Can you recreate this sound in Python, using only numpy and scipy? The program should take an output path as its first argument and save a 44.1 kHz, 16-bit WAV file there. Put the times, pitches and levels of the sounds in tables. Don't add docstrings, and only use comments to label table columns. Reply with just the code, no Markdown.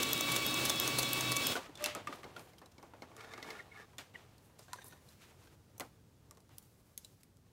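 import sys
import numpy as np
from scipy import signal
from scipy.fft import rfft, irfft
from scipy.io import wavfile

SR = 44100
rng = np.random.default_rng(int(sys.argv[2]) if len(sys.argv) > 2 else 0)


def magnitude_from_level(level_db):
    exponent = np.asarray(level_db, float) / 20
    return 10 ** exponent


def wav_record(signal):
    frames = np.transpose(np.atleast_2d(signal))
    bounded = np.clip(frames, -1, 1)
    quanta = np.round(bounded * 32767).astype(np.int16)
    wavfile.write(sys.argv[1], SR, quanta)


N = 331632

# (time of first contact [s], level against the usual [dB], load of the leather [0-1])
STITCHES = [(0.0286, -1, 0.54), (0.3620, -1.5, 0.9), (0.6966, 1.5, 0.94), (1.0288, -0.5, 0.4),
            (1.3657, -1, 1.0)]
PIERCE_S, LOAD_RISE_S, LOAD_EASE_S, DRAG_PER_S = 0.1026, 0.0297, 0.07, 0.15
FREE_HZ, LOADED_HZ = 379, 373
# (multiple of mesh rate [1], level running free [dB], level with needle in leather [dB])
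GEAR_PARTIALS = [(1, -61, -61), (3, -45.5, -48.5), (6, -43.5, -49.5), (7, -43, -42.5), (8, -59.5, -64.5),
                 (9, -47, -38.5), (10, -44.5, -44.5), (11, -50, -47.5), (12, -53, -50.5), (14, -56.5, -47),
                 (15, -69.5, -57), (17, -65.5, -57), (20, -61.5, -59.5)]
# (time into stitch [s], peak [dB], rattle [s], t60 [s], ring [Hz], ring level [dB],
# second ring [Hz], second ring level [dB], thump level [dB])
CONTACTS = [(0, -18.5, 0.0053, 0.013, 6100, -4.5, 3560, -6.5, -6.5),
            (0.1029, -15, 0.001, 0.012, 12700, -1, 3220, -20, -23),
            (0.18, -18.5, 0.0023, 0.0079, 13600, -4.5, 6420, -8.5, -8.5),
            (0.29, -17, 0.0022, 0.048, 10700, -18, 4470, -17.5, -10.5)]
# (contact index [1], lag, negative if before [s], level against it [dB], pitch [Hz])
TICKS = [(0, -.006, -10, 9000), (1, -.041, -15, 9000), (2, -.031, -14, 8500), (3, -.004, -11, 8000),
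         (3, .007, -7, 4500)]
# (frequency [Hz], relative density [dB per Hz])
RUMBLE_SPECTRUM = [(25, -36), (45, -8), (70, -6), (180, 0), (309, 2), (778, -4), (1300, -3.5), (1900, -7),
                   (3000, -2.5), (4800, -8.5), (8800, -11), (9800, -15), (13800, -17), (16500, -8)]
# (frequency [Hz], width [Hz], level against the rumble level [dB])
FRAME_MODES = [(126, 36, -13.5), (249, 21, -9), (300, 22, -4), (553, 19, -6)]
RUMBLE_DB, STOP_S, COAST_DB_PER_S, SETTLE_DB, SETTLE_S = -48, 1.523, 305, -61, 1.62
# (frequency [Hz], level [dB])
SHAFT_TONES = [(126.5, -50), (321, -52.5), (237.7, -54.5)]
HUM_FLUTTER_DB, HUM_WANDER_RAD = 5.5, 0.66
# (frequency [Hz], level [dB], t60 [s])
LIFTER_MODES = [(598, -33, .4), (2670, -32, .16), (1170, -46, .4)]
# (time [s], level into first, second, third mode [dB each])
LIFTER_BLOWS = [(1.553, -30, -30, 0), (1.798, 0, -30, -20), (1.841, -30, 0, -20), (1.858, -30, -3, -20)]
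SWELL_CYCLES = 24
# (time [s], level [dB], ring [Hz], thud level [dB], tick level [dB])
KNOCKS = [(1.554, -24.5, 1475, -5.5, -7), (1.659, -42, 1290, -15, -15), (1.692, -43, 300, -24, -30),
          (1.754, -40, 3520, -13, -10), (1.774, -42, 3470, -12, -9), (1.807, -41.5, 1170, -3, -8),
          (1.824, -38.5, 1190, -3, 0), (1.841, -27.5, 2810, -35, 8), (1.86, -28.5, 2670, -4, 8.5),
          (1.95, -30.5, 1270, -7, 0.5), (1.967, -38.5, 300, -10, -48), (2.072, -25, 1200, -18, -13.5),
          (2.092, -41.5, 286, -7, -40), (2.126, -32, 1230, -26, -28), (2.158, -51, 9000, -20, 0),
          (2.174, -49.5, 800, -10, -10), (2.232, -40, 1190, -12, -14), (2.241, -41, 2140, 0, -33),
          (2.364, -37, 1410, -4.5, -23), (2.394, -47.5, 2340, -3.5, 4), (2.534, -53.5, 2110, 0.5, -9),
          (2.583, -50, 3200, -24.5, -1), (2.616, -50, 1770, 4.5, -7.5), (2.659, -46, 3960, -8, -18),
          (2.781, -50, 2240, 0, -24), (2.828, -49, 1120, 3, 3), (2.936, -45, 896, 0, -25),
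          (3.021, -40, 2160, 0.5, -33), (3.116, -51, 1120, 3.5, -17), (3.166, -49, 1180, -11, 7.5),
          (3.208, -43, 2180, -12, -30), (3.245, -43.5, 1690, -5, -27), (3.336, -36, 2090, -8.5, -11),
          (3.378, -37, 1190, -4.5, -10), (3.427, -35, 2030, -12, -16), (3.504, -34, 2110, -10.5, -14),
          (3.604, -48, 1840, -11, -12), (3.933, -52.5, 980, -6, -27), (3.983, -38.5, 3560, -13, 4),
          (3.987, -40, 1880, -16, -14), (4.142, -50, 230, -12, -43), (4.381, -57, 4340, -11.5, 0),
          (4.498, -59, 988, -5, -14), (4.592, -48.5, 4850, -0.5, 0), (4.682, -51, 1580, -0.5, -7),
          (4.732, -32, 990, -29, 4), (4.786, -51, 1040, -6, -12), (4.843, -40, 9300, -10, -24),
          (4.882, -38.5, 11100, -19, -16), (4.924, -45.5, 1470, -7, -16), (5.088, -50, 4060, -27, -16),
          (5.309, -54, 920, -5, -8), (5.472, -54, 1570, -15, -8), (5.78, -46, 6100, -10, -5),
          (5.798, -37.5, 7940, 1, 8), (5.806, -34.5, 2030, -0.5, 2), (6.31, -49, 1160, -7, 8.5),
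          (6.349, -61, 4500, -15, -9), (6.372, -56, 1070, -2.5, 3), (6.404, -61, 4800, -10, 3),
          (6.492, -58, 890, -4, 0), (6.583, -43.5, 11400, -24, 14), (6.626, -53, 7060, -19, -11),
          (6.977, -34, 6400, -26.5, 6.5), (7.047, -40, 3970, -24, -5), (7.233, -56.5, 5500, -12, 9),
          (7.37, -67.5, 1344, -9, 13)]
# (frequency [Hz], width [Hz])
METAL_PARTS = [(870, 57), (1195, 190), (1400, 180), (1750, 190), (2150, 13), (2470, 17), (3060, 120),
               (3500, 25), (4100, 400), (5240, 220), (5900, 31), (8200, 72), (11000, 1500)]
KNOCK_DECAY_S, DECAY_EXPONENT = 0.1, 0.28
# (time [s], level [dB])
THREAD_STROKES = [
    [(3.15, -69), (3.19, -53.5), (3.28, -57), (3.33, -52.5), (3.45, -50.5), (3.55, -52.5), (3.61, -57.5),
     (3.63, -56)],
    [(3.7, -72), (3.72, -61), (3.78, -57), (3.84, -58), (3.855, -58)],
]
# (frequency [Hz], width [Hz], relative level [dB])
GUIDE_MODES = [(445, 31, 18.5), (806, 180, 11), (1190, 120, 13.5), (1410, 54, 14), (1704, 110, 13.5),
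               (2170, 17, 16.5), (3570, 100, 3.5), (5160, 58, -3)]
# (time [s], level [dB])
TOOL_STROKE = [(4.67, -88), (4.69, -62.5), (4.74, -65), (4.8, -57), (4.85, -65), (4.93, -62), (5.03, -75),
               (5.06, -105)]
# (frequency [Hz], width [Hz], relative level [dB])
TOOL_MODES = [(800, 27, -11), (994, 60, -1.5), (1740, 88, -11), (1830, 21, 4), (3620, 220, -9.5),
              (5840, 310, -10), (8100, 150, -16)]
# (time of peak [s], peak [dB], pitch [Hz], half length [s])
SQUEAKS = [(3.596, -44.5, 2120, 0.0045), (3.606, -43.5, 1880, 0.0057), (3.724, -51.5, 2180, 0.0087),
           (3.765, -52, 2170, 0.0056), (4.149, -53, 2130, .004), (4.157, -41.5, 1930, 0.004),
           (4.158, -52, 2870, 0.0045), (4.79, -48.5, 1620, 0.0052)]
SQUEAK_SAG, SQUEAK_ROUGH = 0.02, 0.24
# (time of peak [s], time to fall 10 dB, at least 0.005 [s], level [dB],
# centre above 500 Hz [octaves], loss away from it [dB per octave])
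RUBS = [(1.62, 0.28, -55, 0.5, 23), (1.77, 0.17, -55.5, 0.5, 10), (1.861, 0.0584, -39, 2, 8),
        (2.15, 0.08, -56, 0.5, 4), (2.33, 0.11, -55, 0.5, 8.5), (2.41, 0.07, -64, 5, 8),
        (2.59, -0.28, -68, 7, 0), (2.72, -0.22, -59, 3, 9), (2.8, -0.29, -57, 0, 4),
        (2.91, 0.08, -60, 0.4, 9), (3.27, 0.08, -52.5, -2, 5.5), (3.49, 0.1143, -51.5, -0.5, 4),
        (3.59, 0.3, -62, 1, 12), (3.8, -0.01, -50, -1.5, 5), (4.45, 0.05, -71.5, 4.5, 6),
        (4.76, -0.09, -59, 0, 2), (4.86, 0.05, -54, 5, 9), (5.11, 0.1457, -70, 7, 0.5),
        (5.22, 0.05, -61.5, 2, 5), (5.46, 0.11, -65, -1.5, 1.5), (6.38, -0.17, -69.5, .5, 3),
        (6.509, .03, -62, 0.8, 7), (6.66, 0.18, -74.5, 4.5, 4), (6.92, 0.37, -79, 5.5, 6),
        (7.21, -0.3, -73, -0.5, 0), (7.37, -0.02, -73.5, 5, 4)]
JOLTS = [(1.556, 0.0453, -41.5, 2, 5.5), (1.951, 0.09, -41.5, 0.55, 8.5), (2.365, 0.14, -59.5, 0.5, 6.5),
         (3.023, 0.12, -56.5, 0, 5), (3.985, .05, -52, 1.54, 4), (4.141, 0.12, -57, 0.75, 5.5),
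         (4.589, 0.09, -63, 3, 5.5), (5.801, 0.0449, -55, 0, 1.5), (6.312, -0.02, -65, -2, 2),
         (6.98, 0.14, -68, 3.1, 11), (7.049, 0.23, -74, 5, 14)]
RUB_RISE_SHARE, JOLT_RISE_SHARE = 0.63, 0.03
# (time [s], level at 500 Hz [dB])
HANDLING = [(1.56, -71), (2.5, -71.5), (3.4, -68.5), (4.4, -73), (5.6, -75), (5.899, -78.5), (6.8, -78.5),
            (7.52, -79)]
HANDLING_TILT_DB = -3
# (frequency [Hz], relative density [dB per Hz])
SHOP_SPECTRUM = [(25, -26), (45, -10), (70, -4), (105, 1.5), (160, -5), (295, -12.5), (486, -15.5),
                 (700, -26), (1220, -27.5), (2200, -33), (5600, -33), (12000, -37.5), (16500, -37.5)]
# (time [s], level [dB])
SHOP_LEVEL = [(1.6, -62.5), (2.05, -59.5), (2.75, -64.5), (5.69, -63), (7.52, -66)]
ROOM_T60_S, ROOM_DB = 0.16, -18.5


def rms_one(x):
    return x / np.sqrt(np.mean(x ** 2) + 1e-20)


def peak_one(x):
    return x / np.abs(x).max()


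def level_curve(rows):
    s, db = np.transpose(rows)
    return np.interp(np.arange(N) / SR, s, db)


def span(rows, fade_s=0.0037):
    t = np.arange(N) / SR
    return np.clip(np.minimum(t - rows[0][0], rows[-1][0] - t) / fade_s + .5, 0, 1)


def drift(rate_hz):
    knots = rng.standard_normal(400)
    return np.interp(np.arange(N) / SR * rate_hz, np.arange(400), knots) * 1.22


def band(x, low_hz, high_hz):
    edges_hz = [low_hz, min(high_hz, .45 * SR)]
    return signal.sosfilt(signal.butter(2, edges_hz, "band", fs=SR, output="sos"), x)


def resonance(x, hz, width_hz):
    r = np.exp(-np.pi * width_hz / SR)
    zeros = np.array([1, 0, -1]) * (1 - r * r) / 2
    poles = [1, -2 * r * np.cos(2 * np.pi * hz / SR), r * r]
    return signal.lfilter(zeros, poles, x)


def coloured(spectrum):
    hz, db = np.transpose(spectrum)
    grid_hz = np.maximum(np.arange(N // 2 + 1) * SR / N, 1)
    gain = magnitude_from_level(np.interp(np.log(grid_hz), np.log(hz), db))
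    return rms_one(irfft(rfft(rng.standard_normal(N)) * gain, N))


def grains(spread_db, size=N):
    boost_db = spread_db * np.minimum(rng.exponential(1, size), 4)
    return rms_one(rng.standard_normal(size) * magnitude_from_level(boost_db))


def add(out, s, sound):
    at = round(s * SR)
    out[at:at + len(sound)] += sound[:N - at]


def scrape(strokes, modes, broad, jerk_db):
    rasp = grains(6.3) * magnitude_from_level(jerk_db * drift(45))
    body = broad * band(rasp, 300, 4500)
    for hz, width_hz, db in modes:
        body += magnitude_from_level(db + 3.0 * drift(25)) * resonance(rasp, hz, width_hz)
    level = sum(span(stroke) * magnitude_from_level(level_curve(stroke)) for stroke in strokes)
    return rms_one(body) * level


def mesh_rate():
    t = np.arange(N) / SR
    load = DRAG_PER_S * t
    for s, _, depth in STITCHES:
        lag = t - s - PIERCE_S
        rise, ease = np.exp(-(lag / LOAD_RISE_S) ** 2), np.exp(-np.abs(lag) / LOAD_EASE_S)
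        load = load + depth * np.where(lag < 0, rise, ease)
    return FREE_HZ - (FREE_HZ - LOADED_HZ) * load


def whine(mesh_hz):
    load = np.clip((FREE_HZ - mesh_hz) / (FREE_HZ - LOADED_HZ), 0, 1)
    phase, out = 2 * np.pi * np.cumsum(mesh_hz) / SR, 0
    for multiple, free_db, loaded_db in GEAR_PARTIALS:
        flutter_db = 2.5 * drift(35)
        level = magnitude_from_level(free_db + load * (loaded_db - free_db) + flutter_db)
        out = out + level * np.sin(round(multiple) * phase + 0.64 * drift(60.0))
    return out


def clacks():
    out, t = np.zeros(N), np.arange(4000) / SR
    for start_s, stitch_db, _ in STITCHES:
        for k, (into_s, peak_db, rattle_s, t60, hz, ring_db, hz2, ring2_db, thump_db) in enumerate(CONTACTS):
            s, db = start_s + into_s, peak_db + stitch_db + rng.normal(0, 1)
            if s > STOP_S:
                break
            burst = grains(4.7, size=len(t)) * magnitude_from_level(-60 * np.maximum(t - rattle_s, 0) / t60)
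            burst *= 1 + 1.14 * np.exp(-t / 0.0005)
            sound = peak_one(band(burst, 2800, 13600))
            sound += magnitude_from_level(ring_db) * peak_one(resonance(burst, hz, 0.12 * hz))
            sound += magnitude_from_level(ring2_db) * peak_one(resonance(burst, hz2, 0.025 * hz2))
            sound += magnitude_from_level(thump_db) * peak_one(band(burst, 330, 1880))
            add(out, s, magnitude_from_level(db) * peak_one(sound))
            for contact, lag_s, tick_db, tick_hz in TICKS:
                if contact == k:
                    tick = grains(3.5, size=len(t)) * magnitude_from_level(-60 * t / 0.015)
                    tick = band(tick, .5 * tick_hz, 1.4 * tick_hz)
                    add(out, s + lag_s, magnitude_from_level(db + tick_db) * peak_one(tick))
    return out


def rumble(level_db):
    out = magnitude_from_level(10.5 + 1.2 * drift(24)) * coloured(RUMBLE_SPECTRUM)
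    for hz, width_hz, db in FRAME_MODES:
        out += magnitude_from_level(db) * rms_one(resonance(rng.standard_normal(N), hz, width_hz))
    return magnitude_from_level(level_db) * out


def hum():
    t, out = np.arange(N) / SR, 0
    for hz, db in SHAFT_TONES:
        level = magnitude_from_level(db + HUM_FLUTTER_DB * drift(9.1))
        out = out + level * np.sin(2 * np.pi * hz * t + HUM_WANDER_RAD * drift(12))
    return out


def lifter():
    out, t = np.zeros(N), np.arange(SR // 2) / SR
    for s, *blow_db in LIFTER_BLOWS:
        for (hz, db, t60), into_db in zip(LIFTER_MODES, blow_db):
            swell = np.minimum(t * hz / SWELL_CYCLES, 1)
            add(out, s, magnitude_from_level(into_db + db - 60 * t / t60) * np.sin(2 * np.pi * hz * t) * swell)
    return out


def knocks():
    out, t = np.zeros(N), np.arange(10000) / SR
    for s, db, hz, thud_db, tick_db in KNOCKS:
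        decay_s = KNOCK_DECAY_S * (hz / 1000) ** -DECAY_EXPONENT
        noise, fall_db = grains(1.9, size=len(t)), -60 * t / max(decay_s, .005)
        blow = noise * (magnitude_from_level(2.3 * fall_db) + 0.11 * magnitude_from_level(fall_db))
        crack = noise * (magnitude_from_level(16.0 * fall_db) + 0.097 * magnitude_from_level(fall_db))
        ring = np.sin(2 * np.pi * hz * t) * magnitude_from_level((1.5 + hz / 4000) * fall_db) * np.minimum(t / .0015, 1)
        clatter = 0.61 * band(blow, 0.93 * hz, 2.45 * hz)
        for part_hz, width_hz in METAL_PARTS:
            octaves = np.log2(part_hz / hz)
            loss_db = (8.0 if octaves > 0 else 16.0) * abs(octaves)
            clatter += magnitude_from_level(-loss_db) * resonance(blow, part_hz, width_hz)
        sound = .6 * ring + .7 * peak_one(clatter)
        thud = band(noise * magnitude_from_level(.55 * fall_db), 220, 1000)
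        sound += magnitude_from_level(thud_db) * peak_one(thud + 0.38 * resonance(thud, 270, 28))
        tick = band(band(crack, 2000, 19000), 1600, 8400 + hz)
        sound += magnitude_from_level(tick_db) * peak_one(tick)
        add(out, s, magnitude_from_level(db) * sound)
    return out


def thread():
    return scrape(THREAD_STROKES, GUIDE_MODES, broad=0.027, jerk_db=1.8)


def tool():
    return scrape([TOOL_STROKE], TOOL_MODES, broad=0.16, jerk_db=4.0)


def squeaks():
    t, out = np.arange(N) / SR, 0
    for s, db, hz, half_s in SQUEAKS:
        lag = np.clip((t - s) / half_s, -5, 5)
        phase = 2 * np.pi * hz * half_s * (lag - SQUEAK_SAG * lag ** 2 / 2)
        out = out + magnitude_from_level(db) * np.exp(-lag ** 2) * np.sin(phase)
    return out * (1 + SQUEAK_ROUGH * rms_one(band(rng.standard_normal(N), 60, 360)))


def rustle():
    out, t, edges_hz = 0, np.arange(N) / SR, [220, 1000, 3500, 8000, 15000]
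    coarse_t = t[::64]
    s, fall_s, db, centre, loss_db = np.transpose(RUBS + JOLTS)
    rise_share = np.repeat([RUB_RISE_SHARE, JOLT_RISE_SHARE], [len(RUBS), len(JOLTS)])
    lag = (coarse_t[:, None] - s) / np.maximum(fall_s, .005)
    swell_db = db - 10 * np.where(lag < 0, -lag / rise_share, lag)
    for low_hz, high_hz in zip(edges_hz, edges_hz[1:]):
        octave = np.log2(np.sqrt(low_hz * high_hz) / 500)
        each_rub = magnitude_from_level(swell_db - loss_db * abs(octave - centre))
        rubs = np.interp(t, coarse_t, each_rub.sum(axis=1))
        handling = magnitude_from_level(level_curve(HANDLING) + HANDLING_TILT_DB * octave)
        out = out + np.hypot(rubs, handling) * rms_one(band(grains(3.4), low_hz, high_hz))
    return out * magnitude_from_level(1.94 * drift(30)) * span(HANDLING)


def shop():
    return magnitude_from_level(level_curve(SHOP_LEVEL)) * coloured(SHOP_SPECTRUM)


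def room(x):
    t = np.arange(int(.6 * SR)) / SR
    tail = band(rng.standard_normal(len(t)), 150, 16000) * magnitude_from_level(-60 * t / ROOM_T60_S) * (t > .006)
    return signal.fftconvolve(x, magnitude_from_level(ROOM_DB) * tail / np.sqrt(np.sum(tail ** 2)))[:N]


def scene():
    t = np.arange(N) / SR
    rumble_db = np.maximum(RUMBLE_DB - COAST_DB_PER_S * np.maximum(t - STOP_S, 0), SETTLE_DB)
    turning = np.clip((1.545 - t) / 0.02, 0, 1)
    shaking = np.clip((SETTLE_S - t) / 0.069, 0, 1)
    machine = turning * (whine(mesh_rate()) + hum()) + shaking * rumble(rumble_db) + clacks()
    near = machine + knocks() + lifter() + squeaks() + thread() + tool()
    return np.tile(near + room(near) + rustle() + shop(), (2, 1))


def top_cut(x):
    return signal.sosfilt(signal.butter(12, 16820, fs=SR, output="sos"), x)


def record(dry):
    low_pass = signal.ellip(8, .5, 45, 15750, fs=SR, output="sos")
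    mix = signal.sosfilt(low_pass, dry)
    return top_cut(mix)


dry = scene()
out = record(dry)
wav_record(out)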